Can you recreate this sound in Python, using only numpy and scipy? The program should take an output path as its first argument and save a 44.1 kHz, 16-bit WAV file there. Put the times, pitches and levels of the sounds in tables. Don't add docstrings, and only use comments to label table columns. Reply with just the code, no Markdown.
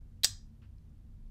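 import sys
import numpy as np
from scipy import signal
from scipy.fft import rfft, irfft
from scipy.io import wavfile

SR = 44100
rng = np.random.default_rng(int(sys.argv[2]) if len(sys.argv) > 2 else 0)


def elevation(decibels):
    levels = np.asarray(decibels, float)
    return 10 ** (levels / 20)


def persist_wave(psi):
    counts = np.round(np.clip(psi, -1, 1) * 32767).astype(np.int16)
    wavfile.write(sys.argv[1], SR, np.atleast_2d(counts).T)


N = 57330

# frequency in Hz, density in dB per Hz.
AIR_SPECTRUM = [(14, -16.5), (30, 4), (110, -19.5), (250, -29), (330, -31), (445, -40), (2000, -52.5),
                (14600, -62.5)]
# centre in Hz, width in Hz, level in dB.
HUM_BANDS = [(36, 12, -78.5), (63.1, 7.9, -59.5), (139.44, 15, -65), (166.4, 6.1, -69.5),
             (225.74, 22, -66.5), (486, 6.5, -87)]
# start in seconds, level in dB, contact time in ms.
CATCH_HITS = [
    (.2339, -20.5, 0.098),
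    (.2351, -13, 0.11),
    (.2366, -23, .06),
    (.2376, -26.5, 0.14),
    (.2386, -11.5, 0.067),
    (.2399, -21, .06),
    (.2411, -26, 0.044),
    (.2423, -27, 0.099),
    (.2436, -26, 0.047),
]
# start in seconds, level in dB, contact time in ms.
LID_HITS = [
    (.2446, -6, 0.07),
    (.2457, -5.5, 0.15),
    (.2468, -13.5, 0.068),
    (.2476, -12.5, 0.2),
    (.2484, -15.5, 0.11),
    (.2497, -15.5, .06),
    (.2519, -21.5, 0.15),
    (.2537, -19.5, .08),
    (.2553, -18, 0.17),
    (.2582, -26, 0.041),
]
# frequency in Hz, level in dB, decay time T60 in seconds.
CATCH_MODES = [(1904, -28, .015), (2710, -28.5, 0.0033), (3203, -14.5, 0.036), (3930, 2, 0.0076),
               (5070, -7, .005), (6595, -2.5, 0.0026), (8504, -6, .009), (10480, -21, .008),
               (13390, -21.5, .005), (14400, -27.5, .005)]
# frequency in Hz, level in dB, decay time T60 in seconds.
LID_MODES = [(1579, -21, .015), (1898, -23, 0.017), (2547, -24.5, 0.0033), (3600, -13, 0.014),
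             (4183, -3.5, 0.0099), (4907, 4, 0.0083), (5900, 0, 0.0076), (6400, -6, 0.0075),
             (6750, -7, 0.015), (7680, -6, 0.028), (8200, -4, 0.01), (10525, -13.5, 0.01),
             (11400, -15.5, .004), (12800, -7, .004), (15300, -12, 0.0039)]
# frequency in Hz, level in dB, decay time T60 in seconds.
HAND_MODES = [(50, -29, 0.039), (299.5, -40.5, 0.02), (536, -39.5, .04), (633, -41, 0.039),
              (767, -35.5, 0.033), (1150, -39.5, 0.024)]
# centre in Hz, level in dB, decay time T60 in seconds.
ROOM_BANDS = [(500, -20, 0.1), (750, -19.5, .28), (1100, -16.5, .3), (1600, -20.5, .32),
              (2200, -20.5, 0.26), (2850, -16, 0.17), (3600, -17, 0.26), (5724, -20, 0.29),
              (7130, -17, 0.25), (9830, -15, 0.15), (13480, -21.5, .19)]
# start in seconds, level in dB.
KNOCK_BUMPS = [
    (.619, -57.5),
    (.627, -62),
    (.638, -65.5),
    (1.293, -81),
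]
# centre in Hz, width in Hz, level in dB.
KNOCK_BANDS = [(1208, 1200, -17), (1860, 440, -31), (2780, 683, -19.5), (4320, 1850, -26)]
# start in seconds, pitch in Hz, level in dB, decay time T60 in seconds.
TICKS = [
    (.783, 5100, -66, 0.0069),
    (.783, 4257, -71.5, 0.013),
    (.894, 5763, -73, 0.01),
    (1.264, 5500, -76, .009),
    (1.264, 3600, -74, .009),
    (1.263, 1000, -72.5, 0.0089),
    (1.280, 4450, -74, .008),
]

AIR_DB, AIR_TOP_HZ = -51.5, 14940
MOTOR_HZ, MOTOR_PEAK_DB, MOTOR_WOBBLE_DB = 95.35, -56, 3.5
SLIDE_S, SLIDE_LENGTH_S, SLIDE_HZ, SLIDE_DB = .2262, .007, 3600, -67.5
HAND_S = .2446
CATCH_CRACK_DB, LID_CRACK_DB, CRACK_MS = -9.5, -7, 0.37
CATCH_SPREAD_DB, LID_SPREAD_DB = 0.67, 1.5
BODY_LOW_HZ = 1287
SNAP_N = int(.33 * SR)
ROOM_RISE_S, ROOM_WIDTH = .004, 0.33
KNOCK_T60_S = 0.17
PHONE_TOP_HZ, FADE_IN_S = 15650, .012


def level(x, db):
    return x * elevation(db) / np.sqrt(np.mean(x ** 2))


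def band(x, hz, width, order=2):
    edges = [max(hz - width / 2, 1), min(hz + width / 2, .49 * SR)]
    return signal.sosfilt(signal.butter(order, edges, "band", fs=SR, output="sos"), x)


def fade(start, t60):
    t = np.arange(N) / SR - start
    return (t >= 0) * np.exp(-np.log(1000) * np.maximum(t, 0) / t60)


def ring(force, hz, db, t60):
    pole = np.exp(2j * np.pi * hz / SR - np.log(1000) / (t60 * SR))
    return elevation(db) * signal.lfilter([1], [1, -pole], force).imag


def air():
    hz = np.maximum(np.fft.rfftfreq(N, 1 / SR), 1)
    table_hz, table_db = np.transpose(AIR_SPECTRUM)
    gain = elevation(np.interp(np.log(hz), np.log(table_hz), table_db)) * (hz < AIR_TOP_HZ)
    wide = irfft(rfft(rng.standard_normal(N)) * gain, N)

    hum = sum(level(band(rng.standard_normal(3 * N), f, width)[-N:], db) for f, width, db in HUM_BANDS)
    waver = level(band(rng.standard_normal(3 * N), 4, 8.1, order=3)[-N:], 0)
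    motor_phase = 2 * np.pi * MOTOR_HZ * np.arange(N) / SR + 0.49 * waver
    motor = elevation(MOTOR_PEAK_DB + MOTOR_WOBBLE_DB * waver) * np.sin(motor_phase)
    return level(wide, AIR_DB) + hum + motor


def thumb_slide():
    t = np.arange(SNAP_N) / SR
    swell = np.clip((t - SLIDE_S) / SLIDE_LENGTH_S, 0, 1) * (t < SLIDE_S + SLIDE_LENGTH_S)
    return swell * level(band(rng.standard_normal(SNAP_N), SLIDE_HZ, 1800), SLIDE_DB)


def strike(hits, modes, crack_db, spread_db):
    t = np.arange(SNAP_N) / SR
    places = rng.standard_normal((len(hits), len(modes)))
    grit = band(rng.standard_normal(N), 8000, 13000)
    rows = []
    for (start, db, contact_ms), place in zip(hits, places):
        push = np.exp(-.5 * ((t - start) / (contact_ms / 4000)) ** 2)
        push = push / push.sum() * elevation(db) / 2
        body = np.zeros(SNAP_N)
        for k, (hz, mode_db, t60) in enumerate(modes):
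            sign = (-1) ** k
            body += sign * ring(push, hz, mode_db + spread_db * place[k], t60)
        crack_fade = fade(start, np.log(1000) * CRACK_MS / 1000)
        crack = elevation(db + crack_db) * grit * crack_fade
        rows.append(body + crack[:SNAP_N])
    high_pass = signal.butter(2, BODY_LOW_HZ, "high", fs=SR, output="sos")
    return list(signal.sosfilt(high_pass, rows))


def catch():
    return strike(CATCH_HITS, CATCH_MODES, CATCH_CRACK_DB, CATCH_SPREAD_DB)


def hand_jolt():
    t = np.arange(SNAP_N) / SR
    jolt = np.exp(-.5 * ((t - HAND_S) / .00015) ** 2)
    return sum(ring(jolt / jolt.sum(), *mode) for mode in HAND_MODES)


def lid():
    return strike(LID_HITS, LID_MODES, LID_CRACK_DB, LID_SPREAD_DB)


def room(contacts):
    t = np.arange(N // 2) / SR
    rise = np.clip(t / ROOM_RISE_S, 0, 1) * 2
    noises, falls = [], []
    for hz, db, t60 in ROOM_BANDS:
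        noises.append(band(rng.standard_normal(N), hz, ROOM_WIDTH * hz, order=3))
        falls.append(elevation(db) * fade(0, t60)[:len(t)] / np.sqrt(t60 * SR / 14) * rise)
    noises, falls = np.array(noises), np.array(falls)
    starts = rng.integers(0, N - len(t), len(contacts))
    wet = 0
    for contact, start in zip(contacts, starts):
        echo = (noises[:, start:start + len(t)] * falls).sum(axis=0)
        wet = wet + signal.fftconvolve(contact, echo)
    return np.pad(wet, (0, N))[:N]


def knock():
    shape = sum(elevation(db) * fade(start, KNOCK_T60_S) for start, db in KNOCK_BUMPS)
    return shape * sum(level(band(rng.standard_normal(N), hz, width), db) for hz, width, db in KNOCK_BANDS)


def ticks():
    t = np.arange(N) / SR
    return sum(elevation(db) * fade(start, t60) * np.sin(2 * np.pi * hz * (t - start))
               for start, hz, db, t60 in TICKS)


def scene():
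    contacts = [thumb_slide() + hand_jolt()] + catch() + lid()
    near = np.pad(sum(contacts), (0, N))[:N]
    return (near + room(contacts) + knock() + ticks() + air())[None, :]


def band_limit(x):
    return signal.sosfilt(signal.butter(12, 16440, fs=SR, output="sos"), x)


def record(dry):
    fade_in = np.clip(np.arange(N) / SR / FADE_IN_S, 0, 1)
    low_pass = signal.cheby1(10, .5, PHONE_TOP_HZ, fs=SR, output="sos")
    mix = signal.sosfilt(low_pass, dry * fade_in)
    return band_limit(mix)


dry = scene()
out = record(dry)
persist_wave(out)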